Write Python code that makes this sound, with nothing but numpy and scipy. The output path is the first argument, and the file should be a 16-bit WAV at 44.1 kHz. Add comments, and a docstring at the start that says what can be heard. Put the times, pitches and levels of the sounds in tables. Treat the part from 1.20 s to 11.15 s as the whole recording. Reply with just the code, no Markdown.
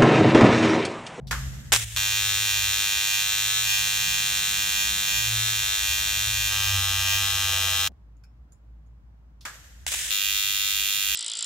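"""Metal shop, at the bench: an AC welding arc, struck twice. A trigger clicks, the gas valve clacks,
the arc crackles alight, then snaps at both current reversals of each cycle; bench and pipe echo it.
A vehicle drones past outside. At 6.7 s weld and drone cut off; cooling metal ticks in the quiet shop
before the second strike."""
import sys
import numpy as np
from scipy import signal
from scipy.fft import rfft, irfft, next_fast_len
from scipy.io import wavfile
from scipy.ndimage import uniform_filter1d

SR = 44100
rng = np.random.default_rng(int(sys.argv[2]) if len(sys.argv) > 2 else 0)


def wav_out(sig):
    """Save sig, one row per channel (or a flat mono array), as 16-bit PCM at SR to the path in sys.argv[1]."""
    wavfile.write(sys.argv[1], SR, np.round(np.clip(np.atleast_2d(sig).T, -1, 1) * 32767).astype(np.int16))


N = 438794

# quiet shop spectrum: freq_hz, gain_db
ROOM_EQ = [(55, -32.5), (105, 0.5), (184, -8.5), (300, -17.5), (440, -22.5), (1040, -24.5), (2100, -36),
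           (4000, -44), (7200, -48), (9000, -54), (16000, -51)]
# brief hums: start_s, end_s, pitch_hz, level_db
HUMS = [(2.593, 4.05, 187.5, -55), (2.7, 4.1, 154.3, -57)]
# traffic rumble: time_s, level_db
RUMBLE = [(0, -47), (.3, -37), (.75, -41.5), (2.5, -48), (5.1, -44), (6.68, -46), (6.72, -55), (8.35, -59),
          (8.65, -48), (8.9, -53.5), (9.95, -61)]
# traffic noise: time_s, murmur_db, road_db
ROAD = [(0, -46.5, -67), (.4, -45.5, -71), (.8, -67, -74), (2.5, -59.5, -72), (2.9, -56.5, -77),
        (4.3, -64, -65.5), (5.9, -56.5, -62.5), (6.55, -52.5, -50), (6.68, -52.5, -64)]
# engine pitch: time_s, pitch_hz
ENGINE_PITCH = [(0, 135), (.46, 130), (.6, 113), (1.6, 104), (2.4, 113), (4.3, 112), (5.3, 106), (5.6, 94),
                (6.2, 92), (6.67, 85)]
# engine level: time_s, level_db
ENGINE_LEVEL = [(0, -46), (.25, -35.5), (.46, -45.5), (.59, -36.5), (.7, -43), (1.49, -41), (1.75, -58),
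                (2.5, -46), (3.83, -54), (4.14, -34), (4.38, -42.5), (4.6, -55.5), (4.85, -51), (5.1, -37),
                (5.3, -43.5), (5.55, -31), (5.8, -37), (6.67, -39)]
# cooling ticks: start_s, level_db, treble_tilt_db
TICKS = [(6.967, -72, 5), (7.036, -56, -7), (7.32, -57, 9), (7.662, -76.5, 9)]
# modes of the cooling metal: freq_hz, gain_db, t60_s
METAL_MODES = [(1500, 6, 0.061), (2440, -3, 0.15), (4630, -2, 0.061), (5300, 1, .18), (6700, 7.5, 0.077),
               (7240, -1, 0.17), (9500, -7, .15), (11900, -9.5, .06)]
# weld starts: trigger_s, trigger_db, valve_s, valve_db, gas_db
STARTS = [(0.07, -41.5, .11, -22, -30.5), (8.2083, -48, 8.252, -29.5, -37.5)]
# gas hiss spectrum: freq_hz, gain_db
GAS_EQ = [(290, -46.5), (500, -9), (974, -14), (1740, -3), (2330, -11.5), (3020, -9.5), (4470, -14),
          (7100, -8), (10100, -21.5), (12100, -13.5), (16000, -32.5)]
# starting arc hiss: start_s, level_db, rise_db_per_s
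PILOT = [(0.523, -43, 15), (8.665, -33, 10)]
# sputter bursts: start_s, length_s, level_db, low_band_gain_db
SPUTTER = [(.522, 0.02, -14.5, -9), (0.542, .032, -21, -13), (.575, .069, -30, -18),
           (8.677, 0.014, -34, -15), (8.719, 0.013, -28, -14), (8.739, 0.01, -27.5, -7.5),
           (8.76, .11, -42.5, -33)]
# crackle spectrum: freq_hz, gain_db
CRACKLE_EQ = [(180, -64.5), (300, -34.5), (379, -17.5), (961, -24), (1060, -15), (1170, -19.5), (1640, -4),
              (3580, 1.5), (4300, -7), (7320, 1.5), (16000, -15.5)]
# single sparks: start_s, level_db
SPARKS = [(0.521, -1), (.537, -1.5), (.549, -6), (0.554, -8), (0.562, -4), (.772, -11), (8.666, -12),
          (8.729, -22), (8.748, -22)]
# pipe ring: freq_hz, gain_db, t60_ms
PIPE_MODES = [(637, -33, 73), (843, -42, 21), (1300, -35.5, 33), (1670, -30, 14.5), (2797, -27, 13.1),
              (3280, -31, 6.9), (3685, -31.5, 13), (4054, -31, 10), (5690, -34, 12), (6380, -30.5, 7.4),
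              (7290, -25, 9.4)]
# torch-pipe bounces, per position and ear: round_trip_ms, first_gain, further_gain
FLUTTER = [
    [(.27, .5, 0.54), (.3, 0.33, 0.53)],
    [(.26, 0.27, .5), (.34, 0.18, .5)],
    [(0.283, 0.87, 0.2), (0.215, 0.37, .7)],
]
# bench echo, per ear: delay_ms, gain
BENCH_ECHO = [(.76, 0.14), (1.142, 0.22)]
# torch positions: start_s, body_db, bite_db, air_db, left_minus_right_db
TORCH = [(.7, 0.5, 0.3, -4.5, 0.8), (5.29, 7, 2.85, -4, 1), (8.8, -5, 6.5, 0.5, -1.5)]
# arc burning: start_s, end_s
WELDS = [(.762, 6.677), (8.905, 10)]
# place of the second reversal in the cycle: time_s, lag_ms
REVERSAL_LAG = [(.86, 3.59), (.9, 3.68), (5.28, 3.58), (5.5, 4.38), (6.7, 4.36), (9.01, 7.49), (9.04, 7.62)]
# arc levels, per weld: time_s, level_db, sizzle_gain_db
ARC_LEVELS = [
    [(.76, -24, -7.5), (1.3, -24, -5.5), (5.3, -25.5, -4), (6.68, -25, -4)],
    [(8.9, -27.5, -8), (9.95, -28.5, -1)],
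]
# arc spectrum: freq_hz, gain_db
ARC_EQ = [(200, -41), (400, -30.5), (700, -17.5), (1100, -12), (1700, -1.5), (2700, -1), (3700, 0.5),
          (4600, -1.5), (6900, -1), (8000, -6), (9500, -11), (11800, -5.5), (14500, -1.5), (16000, -5.5)]
# sizzle spectrum relative to the snaps: freq_hz, gain_db
SIZZLE_EQ = [(300, 12.5), (1000, -2), (2500, 2), (4500, 0), (7000, 3), (9000, 14), (12000, 7.5),
             (15500, -3.5)]
# stereo side gain: freq_hz, gain_db
SIDE_EQ = [(100, -1), (500, -3), (2000, 2.5), (6000, 3.5), (12000, -2)]

CUT_S = WELDS[0][1]
t = np.arange(N) / SR


def undb(db):
    return 10 ** (np.asarray(db) / 20)


def unit(x):
    return x / np.sqrt(np.mean(x ** 2))


def decay(age_s, t60_s):
    return 1000 ** (-age_s / t60_s)


def curves_db(*tables):
    """Level columns over time, silent outside the tables."""
    out = np.full((len(tables[0][0]) - 1, N), -200.)
    for time_s, *columns in map(np.transpose, tables):
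        on = (t >= time_s[0] - .04) & (t <= time_s[-1] + .04)
        out[:, on] = [np.interp(t[on], time_s, column) for column in columns]
    return out


def eq(x, points):
    """Zero-phase filter through (freq_hz, gain_db) points."""
    hz, db = np.transpose(points)
    size = next_fast_len(x.shape[-1])
    bins_hz = np.arange(size // 2 + 1) * SR / size + 1
    gain = undb(np.interp(np.log(bins_hz), np.log(hz), db))
    return irfft(rfft(x, size) * gain, size)[..., :x.shape[-1]]


def band(x, lo_hz, hi_hz):
    return signal.sosfilt(signal.butter(2, [lo_hz, hi_hz], "band", fs=SR, output="sos"), x)


def stereo_noise(correlation, size=N):
    mid, side = rng.standard_normal((2, size))
    return np.sqrt((1 + correlation) / 2) * mid + np.sqrt((1 - correlation) / 2) * side * [[1], [-1]]


def drift(rate_hz):
    """Smooth noise, spread near 1."""
    hold = int(SR / rate_hz)
    steps = np.repeat(rng.standard_normal(N // hold + 1), hold)
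    return 1.6 * uniform_filter1d(uniform_filter1d(steps, hold), hold)[:N]


def tone(hz):
    return np.sqrt(2) * np.sin(2 * np.pi * np.cumsum(hz) / SR)


def add(out, x, start_s=0):
    i = int(start_s * SR)
    out[..., i:i + x.shape[-1]] += x[..., :out.shape[-1] - i]


def impulses(times_s, gains):
    """Windowed sincs at fractional samples."""
    at = times_s[:, None] * SR
    taps = np.floor(at) + np.arange(-8, 9)
    gap = taps - at
    out = np.zeros(int(taps.max()) + 1)
    np.add.at(out, taps.astype(int), np.sinc(gap) * np.cos(np.pi * gap / 18) ** 2 * gains[:, None])
    return out


def room_tone():
    """Two brief hums, a wavering hum after the cut, steady shop noise."""
    out = np.zeros(N)
    for start_s, end_s, hz, db in HUMS:
        swell = np.clip(np.minimum(t - start_s, end_s - t) / .034, 0, 1)
        out += np.sin(2 * np.pi * hz * t) * swell * undb(db + 1.9 * drift(1.76))
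    hum = tone(hz=58 * (1 + .0411 * drift(4.5)))
    out += hum * (t > CUT_S) * undb(-49.5 - 1.5 * (t - CUT_S) + 1.7 * drift(6))
    low = eq(stereo_noise(.93), ROOM_EQ[:4] + [(600, -93.5)])
    high = eq(stereo_noise(.1), [(150, -72.5)] + ROOM_EQ[3:])
    return out + unit(low + high) * undb(-59.5)


def traffic():
    """Rumble, murmur and road noise from outside."""
    murmur_db, road_db = curves_db(ROAD)
    rumble = unit(band(band(stereo_noise(.86), 50.14, 73), 33, 160))
    rumble *= undb(curves_db(RUMBLE)[0] + 1.4 * drift(3))
    murmur = unit(band(stereo_noise(.3), 120, 210)) * undb(murmur_db + 1.7 * drift(3))
    road = unit(band(stereo_noise(.61), 450, 780)) * undb(road_db + 2 * drift(12))
    return rumble + murmur + road


def vehicle():
    """Engine drone, falling in pitch as it passes."""
    hz = np.interp(t, *np.transpose(ENGINE_PITCH)) * (1 + .01 * drift(6.4))
    drone = tone(hz) * undb(curves_db(ENGINE_LEVEL)[0] + drift(15))
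    return drone * (t < CUT_S) * undb([[.2], [-.2]])


def cooling_ticks():
    """Cooling metal rings briefly on its modes."""
    out, age_s = np.zeros((2, N)), t[:SR // 2]
    for start_s, level_db, tilt_db in TICKS:
        ring = 2.1 * band(stereo_noise(.3, len(age_s)), 2500 * undb(tilt_db / 3), 15000)
        ring *= decay(age_s, .079)
        for hz, db, t60_s in METAL_MODES:
            rough = unit(band(stereo_noise(.5, len(age_s)), 5, 117.5))
            gain = undb(db + tilt_db * np.tanh(np.log2(hz / 5900) * 6))
            ring += gain * rough * np.sin(2 * np.pi * hz * age_s) * decay(age_s, t60_s)
        add(out, .28 * ring * np.minimum(age_s / .0017, 1) * undb(level_db), start_s)
    return out


def clack(hz, t60_s, level_db):
    """Knock: narrow noise core, wide skirt."""
    age_s = t[:SR // 2]
    core = unit(band(stereo_noise(.85, len(age_s)), hz / 1.35, hz * 1.3))
    skirt = unit(band(stereo_noise(.44, len(age_s)), hz / 7.3, min(hz * 5, 15000)))
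    envelope = np.minimum(age_s / .0014, 1) * decay(age_s, t60_s)
    return (.58 * core + .31 * skirt) * envelope * undb(level_db)


def trigger_and_gas():
    """Trigger click, valve clack, gas hiss until the strike."""
    out = np.zeros((2, N))
    gas = unit(eq(stereo_noise(.22), GAS_EQ)) * undb(drift(36))
    for (trigger_s, trigger_db, valve_s, valve_db, gas_db), (strike_s, *_) in zip(STARTS, PILOT):
        age_s = t[:int((strike_s - valve_s) * SR)]
        flow = decay(age_s, .088) + undb(-8.5) * decay(age_s, .99) + undb(-26)  # puff, ebb, steady
        add(out, gas[:, int(valve_s * SR):][:, :len(age_s)] * flow * undb(gas_db), valve_s)
        add(out, clack(hz=4480, t60_s=.21, level_db=trigger_db), trigger_s)
        add(out, clack(hz=1440, t60_s=.28, level_db=valve_db), valve_s)
    return out


def ignition(pilot_low_db=-26.5, sag_db=5.5, edge_s=.0015):
    """The starting arc hisses and sputters before it settles."""
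    crackle_gain, low_gain = np.zeros((2, N))
    for (start_s, db, rise_db_per_s), (lit_s, _) in zip(PILOT, WELDS):
        envelope = undb(db + rise_db_per_s * (t - start_s)) * ((t >= start_s) & (t < lit_s))
        crackle_gain += envelope
        low_gain += envelope * undb(pilot_low_db)
    for start_s, length_s, db, low_db in SPUTTER:
        age_s = t - start_s
        gate = np.clip(np.minimum(age_s, length_s - age_s) / edge_s + 1, 0, 1) * (t >= PILOT[0][0])
        envelope = gate * undb(db - sag_db * np.clip(age_s / length_s, 0, 1))
        crackle_gain += envelope
        low_gain += envelope * undb(low_db)
    grain = stereo_noise(.51) * undb(.79 * drift(300))
    return unit(eq(grain, CRACKLE_EQ)) * crackle_gain + unit(band(grain, 400, 2900)) * low_gain


def sparks(tau_s=.0025):
    """Each spark: an impulse with a short noise tail."""
    out, age_s = np.zeros((2, N)), t[:SR // 20]
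    for start_s, level_db in SPARKS:
        burst = .48 * stereo_noise(.71, len(age_s)) * np.exp(-age_s / tau_s)
        burst[:, 0] += 2.3
        add(out, band(burst, 700, 7000) * undb(level_db), start_s)
    return out


def snap_response(flutter, shared_noise, own_share=.45, ear_lag_ms=.027):
    """Stereo impulse response: shop, nearby clutter, far slap, pipe ring, direct snap and bounces."""
    size = shared_noise.shape[1]
    age_s = t[:size]
    diffuse = np.sqrt(1 - own_share) * shared_noise + np.sqrt(own_share) * stereo_noise(1, size)
    shop = unit(diffuse * decay(age_s, .056) * (age_s > .0008)) * undb(-3)
    clutter = band(stereo_noise(.92, size) * [[1], [-1.2]], 10800, 14800)  # mostly antiphase
    out = shop + unit(clutter * decay(age_s, .012))
    slap = band(shared_noise * [[1], [-.6]], 4100, 18400) * decay(age_s, .024)
    add(out, unit(slap) * undb(-16.5), start_s=.0039)
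    out /= np.sqrt(size)
    for hz, db, t60_ms in PIPE_MODES:
        out += undb(db) * np.sin(2 * np.pi * hz * age_s) * decay(age_s, t60_ms / 1000)
    bounce = np.arange(6)
    for ear, ((trip_ms, first, further), (bench_ms, bench_gain)) in enumerate(zip(flutter, BENCH_ECHO)):
        delays_ms = np.append(trip_ms * bounce, bench_ms) + ear * ear_lag_ms
        gains = np.concatenate([[1], first * further ** bounce[:-1], [bench_gain]])
        add(out[ear], impulses(delays_ms / 1000 + 10 / SR, gains)[10:])
    return out


def torch_echoes(sources, move_s=.03):
    """Each source takes its own path through the shop; paths crossfade as the torch moves."""
    position = sum(np.clip((t - start_s) / move_s, 0, 1) for start_s, *_ in TORCH[1:])
    shared_noise = stereo_noise(.9, SR // 8)
    out = np.zeros((2, N))
    for k, (flutter, (_, body_db, bite_db, air_db, pan_db)) in enumerate(zip(FLUTTER, TORCH)):
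        share = np.clip(1 - np.abs(position - k), 0, 1)
        heard = np.zeros((2, N))
        for source in sources:
            add(heard, signal.oaconvolve(source * share, snap_response(flutter, shared_noise), axes=1))
        timbre = [(900, body_db), (2100, .0042), (3200, bite_db), (4600, 0), (7000, .0018),
                  (10000, air_db)]
        out += eq(heard * undb([[pan_db / 2], [-pan_db / 2]]), timbre)
    return out


def stirred_air(snaps, tau_s=.0062):
    """Hot air and hands stir the field: part of each snap returns differently over time."""
    size = SR // 40
    tail = unit(stereo_noise(.3, size) * np.exp(-t[:size] / tau_s)) / np.sqrt(size)
    return signal.oaconvolve((snaps.sum(axis=0) * drift(9))[None], tail, axes=1)[:, :N]


def sizzle(flare, level_db):
    """Hiss that flares after each snap."""
    return unit(eq(stereo_noise(.52) * flare, SIZZLE_EQ)) * undb(level_db)


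def direct_sizzle(flare, level_db):
    """Arc sizzle heard directly, without echoes, flaring after each snap."""
    return unit(eq(stereo_noise(.42) * flare, SIZZLE_EQ)) * undb(level_db)


def reversals(sizzle_db, arc_hz=100, gap_cycles=.25, first_db=-3, flare_tau_s=.0011):
    """One snap train per current reversal, and the flare envelope that follows the snaps."""
    cycle_s = np.arange(1, N / SR * arc_hz) / arc_hz
    lag_s = np.interp(cycle_s, *np.transpose(REVERSAL_LAG)) / 1000
    stumble_s = np.gradient(lag_s) * rng.standard_normal(len(lag_s))  # while the lag slides
    second_s = cycle_s + lag_s + stumble_s
    times_s = np.array([second_s - gap_cycles / arc_hz, second_s])
    at = np.minimum(times_s * SR, N - 1).astype(int)
    # the arc root wanders, more when it sizzles
    times_s += 6e-6 * drift(14)[at] + 8e-6 * undb(.4 * sizzle_db[at]) * rng.standard_normal(at.shape)
    gains = undb(.61 * rng.standard_normal(at.shape) + [[first_db], [0]])
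    snaps, kicks = np.zeros((2, N)), np.zeros(N)
    for train, train_s, train_gains in zip(snaps, times_s, gains):
        add(train, impulses(train_s, train_gains))
    kicks[at] = undb(1.88 * rng.standard_normal(at.shape))
    flare = .58 + .5 * signal.lfilter([1], [1, -np.exp(-1 / (flare_tau_s * SR))], kicks)
    return unit(snaps) / np.sqrt(2), flare


def arc():
    """One reversal snaps at the electrode, the other at the pool, where the arc root sizzles."""
    level_db, sizzle_db = curves_db(*ARC_LEVELS)
    lit = sum((t >= start_s) & (t < end_s) for start_s, end_s in WELDS)
    snaps, flare = reversals(sizzle_db)
    electrode = snaps[:1]
    pool = snaps[1] + sizzle(flare, sizzle_db - 2.5) + undb(-11.5) * stirred_air(snaps)
    out = direct_sizzle(flare, sizzle_db - 2) * lit + torch_echoes([electrode * lit, pool * lit])
    out *= np.clip(1 - (t - CUT_S) / .022, 0, 1) ** 2 + (t > WELDS[1][0])  # cut the first weld's tail
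    return unit(eq(out, ARC_EQ)) * undb(level_db)


def scene():
    welding = arc() + ignition() + sparks() + trigger_and_gas()
    return welding + cooling_ticks() + vehicle() + traffic() + room_tone()


def record(dry, low_cut_hz=25, high_cut_hz=15750):
    """Widen the treble, cut the deepest bass and the top."""
    mid = (dry[0] + dry[1]) / 2
    side = eq((dry[0] - dry[1]) / 2, SIDE_EQ)
    wide = [mid + side, mid - side]
    x = signal.sosfilt(signal.butter(2, low_cut_hz, "high", fs=SR, output="sos"), wide)
    return signal.sosfilt(signal.ellip(12, .2, 85, high_cut_hz, fs=SR, output="sos"), x)


dry = scene()
out = record(dry)
wav_out(out)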